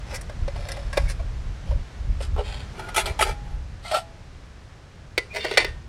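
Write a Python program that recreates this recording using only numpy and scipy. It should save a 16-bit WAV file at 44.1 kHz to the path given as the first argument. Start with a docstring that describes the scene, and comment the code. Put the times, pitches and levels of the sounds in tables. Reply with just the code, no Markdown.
"""A mess tin on a camp table

Outdoors, close by, an aluminium mess tin is slid and lifted off a slatted metal table. Its wire
handle is unlatched and swung open, then the lid is pulled off and set down with a clatter.
Knocks and tiny slips make the thin metal ring, and rubbing makes it squeak.
Light wind buffets the microphone over a soft outdoor hush."""
import sys
import numpy as np
from scipy import signal
from scipy.fft import rfft, irfft, next_fast_len
from scipy.io import wavfile
from scipy.ndimage import uniform_filter1d

SR = 44100
rng = np.random.default_rng(int(sys.argv[2]) if len(sys.argv) > 2 else 0)


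def unload_audio(sound):
    """Save the sound as a 16-bit wav file, at the path given as the first command line argument."""
    columns = np.transpose(np.atleast_2d(sound))
    # keep every value between -1 and 1, then stretch to whole-number steps
    steps = np.round(np.clip(columns, -1, 1) * 32767)
    wavfile.write(sys.argv[1], SR, steps.astype(np.int16))


N = 259308


def amp(db):
    """Turn decibels (dB) into a number to multiply by."""
    return 10 ** (np.asarray(db) / 20)


def unit(x):
    """Scale a sound so that its average level (rms) is 1."""
    return x / np.sqrt(np.mean(x ** 2) + 1e-20)


def curve(rows):
    """Join (seconds, value) points with straight lines, giving one value per sample."""
    seconds, values = np.transpose(rows)
    return np.interp(np.arange(N) / SR, seconds, values)


def filtered(x, response):
    """Multiply each frequency in a sound by the gain that response gives for it."""
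    size = next_fast_len(len(x) + 8192)
    gains = response(np.fft.rfftfreq(size, 1 / SR))
    return irfft(rfft(x, size) * gains, size)[:len(x)]


def noise(spectrum, size):
    """Noise with an average level of 1, shaped by (Hz, dB) points."""
    points_hz, db = np.transpose(spectrum)
    white = rng.standard_normal(size)
    return unit(filtered(white, lambda hz: amp(np.interp(np.log(hz + 1), np.log(points_hz), db))))


def envelope(x, seconds):
    """Follow a sound's level, averaged over a short stretch of time."""
    power = uniform_filter1d(x * x, max(int(seconds * SR), 1), mode="constant")
    return np.sqrt(np.abs(power) + 1e-20)


def add(track, x, seconds):
    """Mix a sound into the track, starting at the given time."""
    start = max(round(seconds * SR), 0)
    track[start:start + len(x)] += x[:max(N - start, 0)]


def hush(gain_db=4):
    """The soft background of open air and trees."""
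    # Each row: time in seconds, relative level in dB.
    levels = [(0.0, -49), (2.29, -51), (3.11, -47), (3.5, -53), (5.21, -55.5), (5.55, -47.5), (5.88, -56)]
    # Each row: frequency in Hz, relative level in dB.
    spectrum = [(80, -3.5), (150, 4), (300, -4.5), (560, -4.5), (900, -8), (1600, -9), (3000, -15),
                (5500, -19), (7500, -24.5), (10000, -31.5), (12000, -41), (16000, -50)]
    return amp(curve(levels) + gain_db) * noise(spectrum, N)


def wind(breeze_gain_db=-1, flutter_base_db=-37.5, flutter_growth=0.53, reference_db=-30):
    """Wind hits the microphone with slow buffets and a faster flutter that grows less in gusts."""
    # The breeze between gusts. Each row: time in seconds, relative strength in dB.
    breeze = [(0.0, -35.5), (0.3, -35), (0.57, -28.5), (0.68, -34), (1.35, -28.5), (1.61, -38.5),
              (1.92, -47), (2.02, -27), (2.5, -30.5), (2.8, -41), (3.0, -36), (3.65, -33), (3.95, -48),
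              (4.35, -43.5), (4.9, -52.5), (5.12, -42.5), (5.45, -49.5), (5.88, -42.5)]
    # Each row: time of the gust's peak in seconds, half length in seconds, strength in dB.
    gusts = [(0.439, 0.028, -22.5), (0.867, .025, -26.5), (1.044, 0.043, -19), (1.233, 0.043, -29),
             (1.495, 0.023, -25.5), (1.744, 0.046, -20), (2.115, 0.031, -21), (2.353, 0.038, -21.5),
             (3.09, 0.032, -28), (3.284, 0.045, -28), (3.556, 0.015, -23.5), (5.7, 0.064, -34.5)]
    # The tone of the two rumbles. Each row: frequency in Hz, relative level in dB.
    buffet_spectrum = [(12, -24), (25, 0.5), (45, 5), (65, -1), (90, -9), (160, -46), (400, -100)]
    flutter_spectrum = [(40, -26), (65, 3.5), (85, 0.5), (125, -2.5), (200, -18), (320, -25), (700, -51.5),
                        (2000, -79)]
    t = np.arange(N) / SR
    power = amp(curve(breeze) + breeze_gain_db) ** 2
    for peak_s, half_s, db in gusts:
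        power += (amp(db) * np.exp(-((t - peak_s) / half_s) ** 2 / 2)) ** 2
    strength_db = 10 * np.log10(power)
    flutter_db = flutter_base_db + flutter_growth * (strength_db - reference_db)
    eddies = [noise(spectrum, N) for spectrum in (buffet_spectrum, flutter_spectrum)]
    buffet, flutter = [x / envelope(x, seconds=0.095) for x in eddies]  # even out chance swells
    return amp(strength_db) * buffet + amp(flutter_db) * flutter


def aluminium(at_s, ring_gain_db=0, scatter_db=2, tail_db=-25, tail_s=0.29):
    """Thin metal answers one touch with clear tones over a short clatter of crowded ones."""
    # The clear tones. Each row: pitch in Hz, relative level in dB, seconds to fade by 60 dB.
    resting = [(560, 10, 0.084), (689, 10, 0.036), (824, -40, 0.041), (1104, -2, 0.091), (1640, -23, 0.039),
               (1634, 0.5, 0.089), (1930, -8, 0.1), (2050, 0.5, 0.077), (2350, -2, 0.076),
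               (2715, -12.5, 0.079)]  # the closed tin on the table
    gripped = [(411, 1.5, 0.12), (566, -4, .08), (700, -15, 0.081), (823, -4, 0.055), (1020, -17, 0.34),
               (1324, 0.5, 0.088), (1500, -3, 0.042), (1970, -13, 0.086), (2860, -18, 0.085)]  # the closed tin in both hands
    held = [(380, -3.5, 0.14), (648.4, -2, 0.16), (870, 7, 0.074), (822, -20, 0.94), (995, -19, 0.86),
            (1277, 2, 0.11), (1320, 1, 0.082), (1407, -9, 0.43), (2013, 0.5, 0.062), (2130, -3, 0.073),
            (2336, 3.5, 0.099), (2440, -16, 0.4), (2996, 0, 0.067), (3300, -1, 0.067), (3420, -17, 0.14),
            (3354, -9, .14), (4130, -10, 0.18), (4710, -14, .18), (5670, -4, 0.084), (7840, -18, 0.13)]  # the tin in the air, with its wire handle
    parting = [(570, -12, 0.11), (625, 2.5, 0.13), (664, -11, 0.55), (744, 7.5, 0.092), (830, -11.5, 1),
               (850, 6, 0.081), (1265, 1.5, 0.087), (1350, 5, 0.13), (1865, -7.5, 0.12), (2400, -4, 0.06),
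               (2510, -29, .6), (3300, -9, .06), (3770, -24, 0.12), (4290, -11, 0.11), (4850, -13, 0.17)]  # pan and lid as their rims part
    tipped = [(403.5, -10, 0.046), (577, -26, 0.033), (1016, -18, 0.066), (1400, -8, 0.22), (2010, 9, 0.11),
              (2170, 11, 0.051), (3780, -11, 0.057), (4250, -4, 0.059)]  # the lid as one corner touches the table
    lid = [(404, -5.5, 0.11), (439, 4.5, 0.047), (516, -18, 0.041), (629.5, -3, 0.11), (948, -4.5, 0.082),
           (1470, -2, 0.11), (1840, -4, 0.33), (1947, 6, 0.11), (2043, 7, 0.094), (2276, -15, 0.083),
           (2340, -1, 0.13), (2570, -11, 0.22), (2840, -29, 0.18), (2810, -7, 0.24), (3080, -0.5, 0.14),
           (3350, -2.5, 0.11), (3540, -6, 0.19), (3660, -26, 0.18), (4400, -1, 0.088), (4650, -6, 0.12),
           (4600, -15, 0.07), (5470, -15, 0.18), (5430, -20, 0.12)]  # the loose lid on the slats
    # The matching clatter. 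Each row: frequency in Hz, relative level in dB.
    resting_clatter = [(300, -30), (440, -31), (545, 7), (730, -6), (930, -6.5), (1200, -15), (2000, -9.5),
                       (3000, -16.5), (4200, -17), (5400, -16.5), (6500, -29), (9700, -26.5), (12000, -36),
                       (15500, -61)]
    gripped_clatter = [(300, -47), (420, 0), (800, 1), (1100, -14), (2000, -8), (3300, -7.5), (5000, -14.5),
                       (6500, -27), (8500, -21.5), (12500, -36), (15500, -60)]
    held_clatter = [(280, -34), (367, 0.5), (450, -8.5), (840, -3.5), (1080, -31), (1310, 0.5),
                    (1600, -9.5), (2320, -6.5), (3300, -10), (3900, -14), (6200, -16.5), (9300, -10.5),
                    (11200, -13.5), (15500, -32)]
    parting_clatter = [(260, -62), (450, -46), (607, 5.5), (856, 2.5), (1100, -21), (1300, -7.5),
                       (1510, -21), (2190, -16), (2400, -15), (3490, -13.5), (4770, -15.5), (6730, -19.5),
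                       (8050, -9.5), (11700, -19), (16000, -34)]
    lid_clatter = [(250, -37), (400, 13), (620, 0), (800, -10.5), (1150, -3), (1470, 0.5), (1700, 3.5),
                   (2000, 10.5), (3300, 1), (4600, -1.5), (5600, -13), (6600, -23), (9000, -21),
                   (15500, -56)]
    # What is sounding when. Each row: start in seconds, tones, clatter,
    # seconds for the clatter to fade by 60 dB, relative level of the tones in dB.
    stages = [(0, resting, resting_clatter, 0.036, -1.5),
              (2, gripped, gripped_clatter, 0.034, -4),
              (2.7, held, held_clatter, 0.059, -0.5),
              (3.75, parting, parting_clatter, 0.11, -3.5),
              (4.5, tipped, lid_clatter, 0.024, -2.5),
              (5.25, lid, lid_clatter, 0.03, -2.5)]
    begun = [stage for stage in stages if stage[0] <= at_s]
    _, tones, spectrum, clatter_s, tones_db = begun[-1]
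    t = np.arange(int(SR * 0.42)) / SR
    fade = lambda seconds: np.exp(-np.log(1000) * t / seconds)
    hz, db, ring_s = np.transpose(tones)[:, :, None]
    strength = amp(db + scatter_db * rng.standard_normal(hz.shape))
    direction = rng.choice([-1, 1], hz.shape)
    ring = np.sum(strength * direction * fade(ring_s) * np.sin(2 * np.pi * hz * t), axis=0)
    clatter = noise(spectrum, len(t)) * (fade(clatter_s) + amp(tail_db) * fade(tail_s))
    return unit(clatter) + amp(tones_db + ring_gain_db) * unit(ring)


def touch_tone(sound, hardness, band_gains_db, cancel_hz=335, knock_hz=1100, edge_hz=5500):
    """A harder touch sounds brighter: it shifts the mix of low knock, middle clank and high edge."""
    # Fingertip, flat sheet, rim and wire.
    # Each row: hardness from 0 to 1, then relative levels of knock, clank and edge in dB.
    touches = [(0, 1, -19, -37), (1 / 3, 0, -7, -19), (2 / 3, -5, 0, -11.5), (1, -10.5, -1, 4)]
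    steps, *columns = np.transpose(touches)
    levels_db = np.array([np.interp(hardness, steps, column) for column in columns]) + band_gains_db
    # A small thin sheet gives off no bass, because its two faces cancel each other.
    sound = signal.sosfilt(signal.butter(4, cancel_hz, "high", fs=SR, output="sos"), sound)
    below = lambda hz, corner_hz: 1 / (1 + (hz / corner_hz) ** 8)
    knock = filtered(sound, lambda hz: below(hz, knock_hz))
    clank = filtered(sound, lambda hz: below(hz, edge_hz) - below(hz, knock_hz))
    edge = filtered(sound, lambda hz: 1 - below(hz, edge_hz))
    bands = [band / envelope(band, seconds=0.007).max() for band in (knock, clank, edge)]
    return sum(amp(db) * band for db, band in zip(levels_db, bands))


def scrapes(slips_per_s=500, spread_db=19, grit=0.021, dull_hz=11000):
    """Sliding metal is shaken by a run of tiny uneven slips that swells and fades."""
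    # The tin on the slats and in the hands, the hinge, rim against rim, then the lid on the slats.
    # Each row: peak time in seconds, half length in seconds, relative level in dB, hardness from 0 to 1.
    strokes = [ (0.125, 0.048, -33.5, 0.46), (0.155, 0.016, -37.5, 0.93), (0.702, 0.14, -36, 0.47),
               (1.005, 0.097, -38.5, 0.61), (1.104, 0.017, -35.5, 0.84), (1.703, 0.044, -43.5, 0.4),
               (2.231, 0.028, -40, 0.83), (2.399, .02, -25, 0.13), (2.528, 0.097, -37.5, 0.63),
               (2.829, 0.076, -38, 0.3), (2.988, 0.021, -22.5, 0.76), (3.085, 0.036, -29, 0.42),
               (3.218, .02, -26, .85), (3.274, 0.041, -26.5, 0.38), (3.498, 0.074, -48, 0.32),
               (3.9, .05, -34, 0.61), (3.96, .025, -27, 0.49), (5.369, 0.024, -24.5, .6),
               (5.439, .05, -31.5, 0.64), (5.522, .05, -28, .5), (5.601, .028, -24, 0.69),
               (5.681, 0.026, -37, .5)]
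    track = np.zeros(N)
    for peak_s, half_s, db, hardness in strokes:
        t = np.arange(-2 * half_s, 2 * half_s, 1 / SR)
        pressure = np.exp(-(t / half_s) ** 2)
        slipping = rng.random(len(t)) < slips_per_s / SR
        slips = slipping * amp(-spread_db * rng.random(len(t)))
        force = pressure * (slips - slips.mean() + grit * rng.standard_normal(len(t)))
        force = filtered(force, lambda hz: 1 / (1 + (hz / dull_hz) ** 2))  # a slip is duller than a blow
        ringing = signal.fftconvolve(force, aluminium(peak_s, ring_gain_db=-3))
        scrape = touch_tone(ringing, hardness, band_gains_db=(-1, -0.5, 0))
        add(track, amp(db) * scrape, peak_s - 2 * half_s)
    return track


def squeaks(waver_per_s=110):
    """Rubbing briefly catches one tone of the metal, which sings unevenly."""
    # Each row: peak time in seconds, half length in seconds, pitch in Hz, level in dB.
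    rubs = [(0.168, 0.017, 1970, -42.5), (1.082, 0.005, 2250, -35.5), (2.871, 0.091, 1420, -40.5),
            (3.229, 0.0091, 1313, -18), (3.861, 0.0093, 2080, -37), (3.951, 0.013, 1340, -21),
            (5.322, 0.016, 2420, -36.5), (5.418, .022, 3610, -33.5), (5.433, 0.032, 2800, -38)]
    track = np.zeros(N)
    for peak_s, half_s, hz, db in rubs:
        t = np.arange(-2 * half_s, 2 * half_s, 1 / SR)
        swell = np.exp(-(t / half_s) ** 2)
        drift = np.cumsum(rng.standard_normal(len(t))) * np.sqrt(waver_per_s / SR)
        add(track, amp(db) * swell * np.sin(2 * np.pi * hz * t + drift), peak_s - 2 * half_s)
    return track


def knocks(chatter_s=0.006, bounces=4, bounce_strength=0.97):
    """Each knock is a first touch and a few bounces of the rim within milliseconds."""
    # The tin is shifted and lifted, the handle opens (from 2.8 s), the lid comes off (3.8 s) and is
    # set down (5.2 s). 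Each row: start in seconds, relative level in dB, hardness from 0 to 1.
    hits = [ (0.212, -42.5, 0.97), (0.296, -34, 0.32), (0.479, -25.5, 0.2), (0.561, -34.5, 0.3),
            (0.687, -34, 0.82), (0.718, -34, 0.91), (0.768, -33, 0.34), (0.929, -30.5, 0.69),
            (0.972, -13.5, .25), (0.975, -18.5, 0.44), (1.194, -36.5, 0.22), (1.71, -32.5, 0.05),
            (2.205, -29.5, 0.22), (2.364, -32, 0.02), (2.379, -29, 0), (2.794, -31, 0.44),
            (2.887, -31.5, 0.46), (2.945, -28.5, 0.76), (2.962, -19.5, 0.83), (2.975, -17, 0.54),
            (3.058, -26, 0.73), (3.191, -18, .4), (3.21, -16, 0.57), (3.224, -16, .66), (3.848, -37.5, 0.4),
            (3.913, -21, 0.31), (3.942, -18.5, 0.39), (3.967, -24.5, 0.44), (5.178, -15, 0.64),
            (5.446, -21, 0.44), (5.512, -23, 0.4), (5.573, -10, 0.63), (5.576, -16.5, 0.78),
            (5.646, -22, 0.59)]
    track = np.zeros(N)
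    for start_s, db, hardness in hits:
        force = np.zeros(int(chatter_s * SR) + 2)
        force[0] = 1
        bounce_samples = (rng.random(bounces) * len(force)).astype(int)
        force[bounce_samples] += bounce_strength * rng.uniform(0.43, 1, bounces)
        ringing = signal.fftconvolve(force, aluminium(start_s))
        knock = touch_tone(ringing, hardness, band_gains_db=(-2, -2, -2))
        add(track, amp(db) * knock, start_s)
    return track


def scene():
    """Mix the tin and the outdoor air, the same on the left and the right."""
    mono = knocks() + scrapes() + squeaks() + wind() + hush()
    return np.array([mono, mono])


def record(dry, ceiling=0.9, top_hz=16100):
    """Round off the loudest peaks and remove the very highest treble."""
    rounded = dry / (1 + np.abs(dry / ceiling) ** 6) ** (1 / 6)
    return np.array([filtered(channel, lambda hz: hz < top_hz) for channel in rounded])


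dry = scene()
out = record(dry)
unload_audio(out)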